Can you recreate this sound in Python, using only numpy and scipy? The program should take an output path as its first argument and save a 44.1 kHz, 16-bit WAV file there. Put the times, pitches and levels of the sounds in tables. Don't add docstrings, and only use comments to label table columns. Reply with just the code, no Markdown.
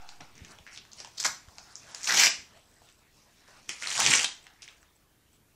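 import sys
import numpy as np
from scipy import signal
from scipy.fft import rfft, irfft, next_fast_len
from scipy.io import wavfile
from scipy.ndimage import uniform_filter1d, map_coordinates

SR = 44100
rng = np.random.default_rng(int(sys.argv[2]) if len(sys.argv) > 2 else 0)


def transcribe(signal):
    frames = np.atleast_2d(signal).T
    limited = np.clip(frames, -1, 1)
    pcm = np.round(limited * 32767).astype(np.int16)
    wavfile.write(sys.argv[1], SR, pcm)


def invert_db(level):
    return 10 ** (np.asarray(level, dtype=float) / 20)


N = 244799

# t/s, level/dB
CONTACT = [(0, -68.5), (1.0, -67.5), (2.0, -62.5), (2.5, -67), (3.0, -70), (3.6, -64), (4.6, -68.5),
           (4.95, -72.5), (5.55, -74)]
# t/s, peak level/dB, centre f/Hz, broad crack level/dB re peak
SNAPS = [(0.354, -41, 5580, -6), (0.379, -37.5, 2280, 1), (0.448, -31, 2460, 7), (0.666, -30.5, 1880, -14),
         (0.675, -35.5, 2020, -39), (0.678, -46, 1840, -43.5), (0.686, -49, 2100, -30),
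         (0.92, -44, 4900, -13), (0.925, -42, 4800, -18), (0.761, -36, 3840, -12), (0.775, -27, 4440, -6),
         (0.917, -37, 5160, -16), (0.932, -30.5, 5470, -13), (0.986, -50, 5360, 5), (0.994, -36, 5600, 5),
         (1.002, -24.5, 4430, -2), (1.755, -22.5, 6030, -26), (1.832, -37.5, 5260, -16),
         (1.88, -42.5, 1320, -5), (1.947, -22, 5450, -11.5), (2.888, -42, 3070, 7), (3.692, -15, 6340, 6),
         (4.479, -56, 1664, -7), (4.62, -38, 2990, -10), (4.621, -34, 6300, -23), (0.482, -45, 2500, 4),
         (1.917, -40, 5500, -10), (4.628, -34, 3000, -3), (4.678, -32.5, 2500, -2), (4.678, -38, 5130, -6),
         (4.6862, -34, 3540, -11), (4.645, -46, 2780, -3), (4.7302, -51, 2500, 4), (0.985, -36, 5490, -12),
         (4.829, -43, 1770, 1.5)]
# t/s, peak level/dB, centre f/Hz, broad crack level/dB, low knock level/dB re peak
TAPS = [(0.09, -29.5, 4300, -0.5, -3.5), (0.208, -30.5, 925, 5, -9), (0.586, -38, 2800, -9, 5.5),
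        (0.851, -42, 1920, 9, 1), (1.047, -28, 5600, 4, 0), (1.073, -38, 5440, 0, 4),
        (1.485, -38, 1310, 5, 2), (1.583, -27.5, 4100, 4, -7), (2.572, -50, 1090, 5, 15),
        (2.818, -44, 897, -22, 8.5), (3.484, -44, 830, -3, 10), (4.467, -33.5, 2470, -6.5, -10)]


def unit(x):
    return x / np.sqrt(np.mean(x ** 2) + 1e-20)


def along(points, hz):
    f, v = np.transpose(points)
    return np.interp(np.log(hz + 1), np.log(f + 1), v)


def curve(rows):
    s, *cols = np.transpose(rows)
    return np.array([np.interp(np.arange(N) / SR, s, c) for c in cols])


def levels(spans):
    t = np.arange(N) / SR
    out = np.full((len(spans[0][0]) - 1, N), -120.)
    for rows in spans:
        s, *cols = np.transpose(rows)
        inside = (t >= s[0]) & (t <= s[-1])
        out[:, inside] = [np.interp(t[inside], s, c) for c in cols]
    return out


def swell(s, rise_s, fall_s):
    t = np.arange(N) / SR - s
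    return invert_db(-20 * np.where(t < 0, -t / rise_s, t / fall_s))


def wobble(rate):
    knots = rng.standard_normal(int(N * rate / SR) + 4)
    return map_coordinates(knots, [np.arange(N) * rate / SR])


def coloured(x, spectrum):
    m = next_fast_len(len(x) + 8192)
    gain = invert_db(along(spectrum, np.fft.rfftfreq(m, 1 / SR)))
    return irfft(rfft(x, m) * gain, m)[:len(x)]


def patchy(x, depth_db):
    z = signal.stft(x, nperseg=512)[2]
    field = uniform_filter1d(rng.standard_normal(z.shape), size=6, axis=0)
    field = uniform_filter1d(field, size=11, axis=1)
    return unit(signal.istft(z * invert_db(depth_db * unit(field)), nperseg=512)[1][:N])


def grains(count, hz, spread, cycles, scatter_db):
    when, pitch = rng.random(count), rng.standard_normal(count)
    size, phase = rng.exponential(size=count), rng.random(count)
    start = (when * N).astype(int)
    centre, scatter = np.broadcast_to(hz, N)[start], np.broadcast_to(spread, N)[start]
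    f = np.clip(centre * np.exp(scatter * pitch), 60, SR * .4)[:, None]
    k = np.arange(min(500, int(2.4 * SR * cycles / np.median(f)) + 8))
    life = 5 * f * k / SR / cycles
    rings = np.sin(2 * np.pi * (f * k / SR + phase[:, None])) * life * np.exp(-life)
    rings = rings * invert_db(scatter_db * np.minimum(size, 2.6))[:, None]
    rings = rings * np.sqrt(f)
    return unit(np.bincount((start[:, None] + k).ravel(), rings.ravel(), N + len(k))[:N])


def phone_floor():
    # f/Hz, level/dB per Hz
    hiss_colour = [(12, -20.5), (20, 2.5), (49, -5), (70, 0), (101, -7), (262, -15), (301, -8.5),
                   (590, -19.5), (1060, -24), (2260, -29.5), (6910, -24.5), (7950, -25), (16000, -26)]
    hiss = invert_db(-67 + 0.6 * wobble(3.4)) * unit(coloured(rng.standard_normal(N), hiss_colour))
    offset = invert_db(-43) * np.exp(-np.arange(N) / SR / .18)
    return hiss + offset


def focus_ticks():
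    # t/s, peak level/dB, length/s
    steps = [
        (2.537, -70.5, 0.48),
        (4.429, -65, .03),
        (4.811, -67, 0.021),
        (4.952, -65, 0.017),
        (5.331, -64, 0.022),
        (5.356, -64, 0.014),
    ]
    out, t = np.zeros(N + SR), np.arange(SR // 2) / SR
    for s, db, length in steps:
        buzz = np.sin(2 * np.pi * 7900 * t) + 0.32 * np.sin(2 * np.pi * 5900 * t)
        buzz = buzz * (1 + np.sin(2 * np.pi * 330 * t))
        rough = invert_db(7.6 * rng.standard_normal(len(t) // 50).repeat(50))
        out[round(s * SR):][:len(t)] += invert_db(db - 8.0) * buzz * (t < length) * rough
    return out[:N]


def hand_bumps():
    # t/s, peak level/dB, f/Hz
    bumps = [
        (0.417, -29, 47.6),
        (0.604, -40.5, 45),
        (1.632, -44, 40),
        (2.389, -41, 40),
        (2.811, -46, 34.8),
        (0.971, -46, 40),
        (1.481, -36, 42.3),
    ]
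    out, t = np.zeros(N + SR), np.arange(SR // 2) / SR
    for s, db, hz in bumps:
        decay = invert_db(db - 4.5 - 60 * t / .05) * (1 - np.exp(-t / 0.0015))
        out[round(s * SR):][:len(t)] -= decay * np.sin(2 * np.pi * hz * t * (2.2 - 20 * t))
    return out[:N]


def thuds():
    # t/s, peak level/dB, rise/s and fall/s per 20 dB
    shifts = [(0.0, -71, .05, 0.045), (0.22, -55, 0.047, 0.054), (0.429, -57, 0.2, 0.26),
              (0.79, -69, 0.11, .13), (1.07, -63, 0.36, 0.15), (1.28, -56.5, 0.075, 0.2),
              (1.48, -81, 0.36, .15), (1.61, -76, 0.13, 0.28), (2.4, -65, 0.19, 0.42),
              (2.81, -68.5, 0.14, 0.11), (4.09, -39.5, 0.13, 0.15), (5.36, -70, 0.11, 0.29)]
    resting = invert_db(curve(CONTACT)[0] - 5)
    moving = sum((invert_db(db) * swell(s, rise, fall)) ** 2 for s, db, rise, fall in shifts)
    weight = np.sqrt(resting ** 2 + moving)
    colour = [(20, -32.0), (60, -14.0), (100, -1), (220, -5.0), (450, -11.5), (700, -39.5)]
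    return weight * invert_db(1.8 * wobble(19.0)) * unit(coloured(rng.standard_normal(N), colour))


def flaps():
    # t/s, peak level/dB, rise/s and fall/s per 20 dB
    puffs = [
        (2.15, -45, .065, 0.15),
        (3.691, -53.5, 0.014, 0.054),
    ]
    gain = sum(invert_db(db) * swell(s, rise, fall) for s, db, rise, fall in puffs)
    colour = [(80, -35.5), (150, -1), (400, -4), (700, -29)]
    return gain * unit(coloured(rng.standard_normal(N), colour))


def rustle():
    # peak t/s, peak level/dB, brightness/dB, rise/s and fall/s per 20 dB
    strokes = [(0.09, -59.5, -2, 0.38, 0.24), (0.206, -46, -14, 0.0037, 0.067),
               (0.458, -59.5, -5, 0.62, 0.91), (0.52, -69, 14.5, 0.035, 0.035),
               (0.74, -66, 15.5, 0.044, 0.025), (0.782, -55, 5, 0.1, 0.012), (1.01, -52, 1, 0.1, 0.091),
               (1.17, -61, 2, 0.13, 0.07), (1.592, -62.5, 1.5, 0.054, 0.88), (1.756, -79, 13, 0.0046, 0.51),
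               (1.894, -56.5, 0, 0.095, 0.17), (1.945, -53, 1, 0.0046, 0.3), (2.568, -58, -15, 0.15, 0.084),
               (2.897, -65.5, -1.5, 0.45, 0.12), (3.16, -73.5, 8, 0.081, 0.31),
               (3.479, -59.5, -5.5, 0.0086, 0.46), (3.594, -60, -23, 0.11, 0.021),
               (3.697, -50, 7, 0.016, 0.14), (3.819, -61, 11, 0.1, 0.017), (4.478, -64, -5, 0.19, 0.035),
               (4.623, -61.5, 9, 0.0055, 0.071), (4.682, -61, 1, 0.0071, 0.19),
               (4.834, -70, -17, 0.12, 0.2), (4.961, -73, -3, 0.025, 0.037),
               (5.342, -70.5, -3.5, 0.045, 0.087)]
    # f/Hz, level/dB per Hz
    dull_colour = [(290, -20.5), (500, -7.5), (649, -4), (779, -4.5), (1980, -5), (4000, -8.5), (5200, -23),
                   (8800, -120)]
    # f/Hz, level/dB per Hz
    bright_colour = [(1760, -32.5), (3000, -12.5), (3490, -37.5), (3960, -7), (5490, -1), (10000, -11),
                     (13000, -36.5), (22000, -120)]
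    contact_db, = curve(CONTACT)
    resting = invert_db([contact_db, -70 + 2 * (contact_db + 67.0)])
    sliding = sum((invert_db([[db], [db + bright_db]]) * swell(s, rise, fall)) ** 2
                  for s, db, bright_db, rise, fall in strokes)
    dull_gain, bright_gain = uniform_filter1d(np.sqrt(resting ** 2 + sliding), size=90)
    dull_grains = grains(count=2000, hz=2184, spread=0.89, cycles=0.62, scatter_db=2.5)
    bright_grains = grains(count=5000, hz=5530, spread=0.35, cycles=3, scatter_db=2.5)
    dull = coloured(rng.standard_normal(N) + 0.03 * dull_grains, dull_colour)
    bright = coloured(rng.standard_normal(N) + .8 * bright_grains, bright_colour)
    lumps = wobble(19)
    dull = dull_gain * invert_db(0.52 * lumps) * patchy(dull, depth_db=3.0)
    return dull + bright_gain * invert_db(0.5 * lumps + 1.2 * wobble(35)) * patchy(bright, depth_db=2.0)


def scrapes():
    # t/s, peak level/dB, rise/s and fall/s per 20 dB
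    drags = [
        (0.0, -55.5, .01, 0.37),
        (0.209, -46, 0.0074, 0.049),
        (1.69, -62, 0.45, 0.096),
        (4.55, -70.5, 0.41, 0.1),
    ]
    # f/Hz, level/dB per Hz
    hollow = [(480, -56), (720, 6.5), (860, 5.5), (1080, -13), (1430, 5), (1900, -29), (2700, -7.5),
              (3400, -44)]
    gain = sum(invert_db(db) * swell(s, rise, fall) for s, db, rise, fall in drags)
    return gain * invert_db(3.5 * wobble(30)) * unit(coloured(rng.standard_normal(N), hollow))


def crinkles():
    # peak t/s, peak level/dB, f/Hz, rise/s and fall/s per 20 dB
    swarms = [
        (.395, -56, 2480, 0.063, 0.04),
        (.682, -53.5, 1980, 0.014, 0.12),
        (.745, -61, 2150, 0.049, 0.064),
        (.805, -61, 2960, 0.085, 0.079),
        (1.885, -56, 1600, 0.067, 0.13),
        (3.705, -44, 2400, 0.018, 0.085),
        (3.77, -54.5, 2320, .05, .05),
        (4.55, -67, 1910, .2, 0.11),
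        (4.645, -56.5, 2100, 0.055, .06),
        (4.7, -59.5, 2550, .03, 0.091),
    ]
    pitch_hz, = curve([row[:3:2] for row in swarms])
    gain = sum(invert_db(db) * swell(s, rise, fall) for s, db, hz, rise, fall in swarms)
    return gain * grains(count=5000, hz=pitch_hz, spread=.15, cycles=6, scatter_db=3.5)


def tape():
    # t/s, peak level/dB
    ticks = [
        (0.448, -56),
        (0.52, -41),
        (1.948, -28.5),
        (3.693, -22),
        (3.704, -40),
        (4.002, -8.5),
        (4.245, -20),
    ]
    # f/Hz, level/dB per Hz
    tick_colour = [(6000, -16), (9000, 5), (12000, -21), (14500, -10), (16000, -10)]
    gain = sum(invert_db(db - 12.0) * swell(s, .002, 0.0025) for s, db in ticks)
    return gain * unit(coloured(rng.standard_normal(N), tick_colour))


def snaps():
    # t/s, peak level/dB, centre f/Hz, broad crack level/dB re peak
    tear_snaps = [(1.181, -39, 4800, -22), (1.182, -23, 4880, -20), (1.201, -21, 5670, -18),
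                  (1.209, -23.5, 5270, -21), (1.228, -21, 6200, -12), (1.239, -22, 6000, -2),
                  (1.2641, -10, 5900, -34), (2.015, -31, 6640, -5.5), (2.0315, -23, 6400, -18.5),
                  (2.043, -17.5, 5710, -7.5), (2.0459, -24, 5970, -8), (2.056, -22.5, 7000, -9.5),
                  (2.0368, -29.5, 7000, -16), (2.073, -17, 2860, 5), (2.267, -10.5, 2300, -14.5),
                  (3.823, -20.5, 1980, -2), (3.911, -20.5, 2036, -1), (4.002, -10, 6800, 4.5),
                  (4.136, -5, 2330, 4.5), (4.152, -7, 6350, 4), (4.244, -9.5, 3000, -6),
                  (4.247, -16, 2870, -15), (3.693, -22, 2300, -18)]
    # f/Hz, level/dB per Hz
    crack_colour = [(180, -42), (300, -21.5), (555, -20), (1010, -9.5), (1190, -1), (2790, 6.5), (4440, -4),
                    (5700, 9.5), (6960, 2.5), (11000, -20.5), (16000, -32)]
    knock_colour = [(150, -18.0), (400, -9.0), (900, 6.0), (1500, -16.5)]
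    out, t = np.zeros((2, N + SR)), np.arange(2048) / SR
    events = [(*row, -26.5) for row in SNAPS + tear_snaps] + TAPS
    life = t / 0.0009 * [[1], [3]]
    envelope = 3 * (1 - np.exp(-6.0 * life)) * np.exp(-.75 * life) * np.sqrt([[1], [3]])
    for s, db, hz, crack_db, knock_db in events:
        noise = rng.standard_normal((3, len(t)))
        crack = unit(coloured(noise[0], crack_colour)) * invert_db(min(crack_db, 4))
        patch_colour = [(hz * .6, -30), (hz * .82, -4), (hz, 0), (hz * 1.22, -4), (hz * 1.6, -30)]
        patch = unit(coloured(noise[1], patch_colour))
        knock = unit(coloured(noise[2], knock_colour)) * invert_db(knock_db + 1.0 - 60 * t / 0.016)
        burst = (crack + patch) * envelope
        burst = burst / np.abs(burst[0]).max() + knock * (1 - np.exp(-t / 0.0066))
        out[:, round(s * SR) + 14:][:, :len(t)] += invert_db(db - 1.5) * burst
    return out[:, :N]


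def needles():
    # t/s, peak level/dB, f/Hz
    fibres = [(1.2395, -23, 5800), (1.2558, -13, 5200), (1.2644, -13, 5900), (2.1083, -9, 4300),
              (2.1535, -13, 5900), (2.1608, -13, 6200), (2.1779, -11, 4900), (2.1863, -9, 5700),
              (2.198, -8, 5600), (2.2261, -9, 5000), (2.237, -6, 5400), (2.2408, -7, 5500),
              (2.2609, -5, 5200), (2.2769, -10, 2800), (3.8358, -26, 2600), (3.8419, -25, 2800),
              (3.852, -25, 3200), (3.8609, -22, 2100), (3.8733, -22, 6700), (3.8956, -22, 8100),
              (3.9063, -21, 6800), (3.9159, -18, 3100), (3.9253, -19, 6600), (3.9535, -20, 2600),
              (3.9574, -21, 5900), (3.9652, -19, 7600), (3.9686, -18, 7200), (3.9783, -17, 5900),
              (4.0086, -14, 2500), (4.0534, -11, 6400), (4.0746, -13, 4200), (4.1109, -10, 6800),
              (4.1182, -10, 2500), (4.1578, -3, 7400), (4.164, -11, 6000), (4.1716, -12, 6500),
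              (4.1766, -13, 5700), (4.1838, -15, 6500), (4.1959, -14, 7300), (4.1994, -14, 2600),
              (4.2102, -16, 7100), (4.2185, -16, 7100), (4.2308, -16, 6400), (4.2492, -13, 3100),
              (4.2586, -20, 3200)]
    out, k = np.zeros(N + SR), np.arange(128)
    for s, db, hz in fibres:
        life = 5 * hz * k / SR / 4.5
        ring = np.sin(2 * np.pi * (hz * k / SR + rng.random()))
        out[round(s * SR) - 4:][:len(k)] += invert_db(db - 1.5) * np.e * life * np.exp(-life) * ring
    return out[:N]


def slips():
    # t/s, lift level/dB, length/ms
    bursts = [(1.179, 5.5, 4), (1.1845, 6, 3), (1.213, 2, 3.7), (1.229, 13, 6.9), (1.2384, 9.5, 3.7),
              (1.266, 1.5, 3), (2.0093, 9.5, 1.8), (2.038, 7, 2.7), (2.1433, 4.5, 2.7), (2.195, 1, 5.2),
              (2.2586, 1, 1.4), (2.2687, 7.5, 2.9), (3.8019, 9, 1.4), (3.8335, 7.5, 4.3), (3.843, 9.5, 1.9),
              (3.852, 4.5, 1.8), (3.862, -0.5, 2.8), (3.873, 10, 3.5), (3.883, 2, 5.2), (3.896, 3, 5),
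              (3.9059, 11.5, 4.2), (3.9094, -19, 3.5), (3.9145, 5, 6.9), (3.9535, 0, 2.3), (3.9683, 1, 2.8),
              (3.979, 10, 1.1), (4.0535, 1, 1.6), (4.064, 15.5, 1.6), (4.0725, 10, 1.3), (4.0915, 7.5, 1.4),
              (4.1115, 3, 4.1), (4.119, -1, 3.9), (4.183, 7.5, 1.9), (4.195, 13, 4.3), (4.212, 12.5, 1.7),
              (4.2183, 1, 1.8), (4.231, 4, 2), (4.249, 2, 5.5), (4.2583, 4, 2.6)]
    out, t = np.zeros(N), np.arange(-800, 800) / SR
    for s, db, ms in bursts:
        out[round(s * SR) - 800:][:len(t)] += db * np.exp(-.5 * (t / (ms / 2000)) ** 2)
    return out


def rips():
    # t/s, pull level/dB, sheet buckling level/dB, crease f/Hz (a larger flap buckles lower)
    short_rip = [(1.172, -49, -25, 2756), (1.182, -40.5, -23, 2820), (1.194, -49, -9, 2800),
                 (1.201, -26.5, -17, 2500), (1.222, -43.5, -7, 2000), (1.236, -49, -12, 1906),
                 (1.2435, -45, -10.5, 1894), (1.2465, -24.5, -4, 1913), (1.256, -22, -2, 1700),
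                 (1.261, -20.5, -13.5, 1506), (1.266, -22, -14, 1500), (1.272, -53, -4, 1740)]
    # t/s, level/dB, level/dB, f/Hz
    long_rip = [
        (1.998, -54, -2.5, 1810),
        (2.068, -35, -9, 1970),
        (2.074, -27, -5, 1860),
        (2.105, -27, 3.5, 1780),
        (2.127, -28.5, -0.5, 1920),
        (2.176, -19, -8, 2670),
        (2.225, -17, -3.5, 2300),
        (2.25, -17.5, -4, 2100),
        (2.269, -22.5, 2.5, 2300),
        (2.28, -26, -0.5, 2286),
    ]
    # t/s, level/dB, level/dB, f/Hz
    last_rip = [
        (3.8, -47.5, -2, 2066),
        (3.824, -41, -2.5, 2096),
        (3.914, -32, -4.5, 2377),
        (3.969, -29.5, -5.5, 2333),
        (3.98, -28, -4, 965),
        (4.014, -23.5, -2.5, 1135),
        (4.04, -26.5, -5.5, 2680),
        (4.134, -21, 1.5, 2428),
        (4.205, -35, -3, 2392),
        (4.25, -26.5, -0.5, 2660),
    ]
    # t/s, f/Hz
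    fibre_pitch = [(1.18, 5200), (1.23, 6280), (1.27, 6000), (2.03, 6210), (2.1, 5630), (2.22, 5457),
                   (2.25, 6244), (2.28, 5160), (3.87, 6770), (3.92, 6140), (3.955, 7090), (3.985, 5680),
                   (4.03, 4900), (4.07, 5750), (4.11, 7010), (4.17, 6650), (4.25, 6900)]
    # f/Hz, level/dB
    strip_colour = [(3300, -1), (4500, -0.5), (5600, -0.5), (6300, -2.5), (7000, 0), (8300, -1.5),
                    (10300, -6.5), (11300, -13)]
    scatter = [0.15, .14, 0.32]
    torn = [short_rip, long_rip, last_rip]
    crackle_db, sheet_db, crease_hz = levels(torn)
    crease_hz = np.clip(crease_hz, 900, 4500)
    kinds = zip(torn, [-9.5, -8, -11], [12400, 12800, 9100], scatter)
    spans = [[(rip[0][0], *kind), (rip[-1][0], *kind)] for rip, *kind in kinds]
    sizzle_db, sizzle_hz, fibre_spread = levels(spans)
    sizzle_hz, fibre_spread = np.clip(sizzle_hz, 8000, 15000), np.clip(fibre_spread, .05, .4)
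    boom_db = -13 + 3 * np.log2(2030 / crease_hz) + 0.49 * sheet_db
    pull_db = crackle_db - 4 + slips() + 1.7 * wobble(120)
    fibres = grains(count=11000, hz=curve(fibre_pitch)[0], spread=fibre_spread, cycles=3.9, scatter_db=0.0)
    fibres = patchy(coloured(fibres, strip_colour), depth_db=2.2)
    creases = grains(count=10000, hz=crease_hz, spread=.21, cycles=4.8, scatter_db=3.0)
    creases = invert_db(sheet_db + 2.0 * wobble(60)) * patchy(creases, depth_db=2.2)
    box = grains(count=5000, hz=1000, spread=0.23, cycles=3.76, scatter_db=3.0)
    sizzle = grains(count=30000, hz=sizzle_hz, spread=0.17, cycles=14.0, scatter_db=-0.5)
    return invert_db(pull_db) * (fibres + creases + invert_db(boom_db) * box + invert_db(sizzle_db) * sizzle)


def room(x):
    # f/Hz, t60/s
    decay_times = [(150, 0.3), (600, 0.32), (2000, 0.33), (6000, 0.33), (12000, 0.27)]
    # delay t/s, level/dB
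    walls = [
        (.0062, -20),
        (.0098, -17.5),
        (0.0124, -13.5),
        (.017, -26.5),
        (.024, -22.5),
    ]
    out, step = np.zeros(N + SR), SR // 10
    for start in range(0, N, step):
        hz, t, z = signal.stft(rng.standard_normal(SR // 2), SR, nperseg=256)
        decay = invert_db(-60 * t / along(decay_times, hz)[:, None])
        tail = signal.istft(z * decay, SR, nperseg=256)[1]
        tail = tail * (1 - np.exp(-np.arange(len(tail)) / SR / 0.0028))
        answer = signal.fftconvolve(x[start:start + step], tail / np.linalg.norm(tail))
        out[start:start + len(answer)] += answer
    early = sum(invert_db(db) * np.pad(x, (round(s * SR), 0))[:N] for s, db in walls)
    return early + invert_db(-4.5) * out[:N]


def scene():
    # f/Hz, level/dB
    microphone = [(30, -32), (90, -14.5), (200, -0.5), (7600, -0.5), (9200, -4.5), (11000, -8.5),
                  (15000, -12.5)]
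    background = phone_floor() + focus_ticks() + hand_bumps() + thuds() + flaps()
    handling = rustle() + scrapes() + crinkles() + tape()
    torn, (snapped, spread), broken = rips(), snaps(), needles()
    paper = torn + snapped + broken + room(torn + spread + invert_db(-3) * broken)
    return (background + handling + coloured(paper, microphone))[None]


def top_cut(x):
    return signal.sosfilt(signal.butter(12, 16450, fs=SR, output="sos"), x)


def record(dry):
    # start t/s, end t/s, top f/Hz
    narrowed = [(.776, .8, 10500), (.98, 1.055, 13300), (1.92, 1.94, 11500), (1.735, 1.752, 11000),
                (2, 2.19, 15100), (2.19, 2.295, 15750), (3.69, 3.72, 15750), (3.92, 3.96, 15750),
                (3.96, 3.985, 11900), (3.77, 3.802, 15100), (3.985, 4.025, 15750), (4.152, 4.162, 15750),
                (1.235, 1.31, 13500), (2.295, 2.41, 12000), (3.72, 3.74, 13000), (3.802, 3.92, 13000),
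                (4.025, 4.135, 13300), (4.135, 4.153, 11800), (4.162, 4.25, 12900), (4.25, 4.337, 11000)]
    hz, t, z = signal.stft(dry, SR, nperseg=512)
    top = np.where(wobble(14)[np.minimum(t * SR, N - 1).astype(int)] > 0, 15750, 15120)
    ragged = np.repeat(rng.standard_normal(len(t) // 4 + 1), 4)[:len(t)]
    for start, end, top_hz in narrowed:
        ragged_top = top_hz + 550 * ragged * (top_hz < 14000)
        top = np.where((t >= start) & (t < end), ragged_top, top)
    chance = rng.random((len(hz) // 5 + 1, len(t) // 4 + 1))
    chance = np.kron(chance, np.ones((5, 4)))[:len(hz), :len(t)]
    since = t[:, None] - np.array([row[0] for row in SNAPS + TAPS if row[1] > -34])
    after_click = ((since > .004) & (since < .025)).any(axis=1)
    holes = chance < np.where(after_click, .35, .05) * (hz[:, None] > 8500)
    passed = hz[:, None] < np.minimum(top, 15750)
    kept = signal.istft(z * passed * ~holes, SR, nperseg=512)[1][:, :N]
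    return top_cut(kept)


dry = scene()
out = record(dry)
transcribe(out)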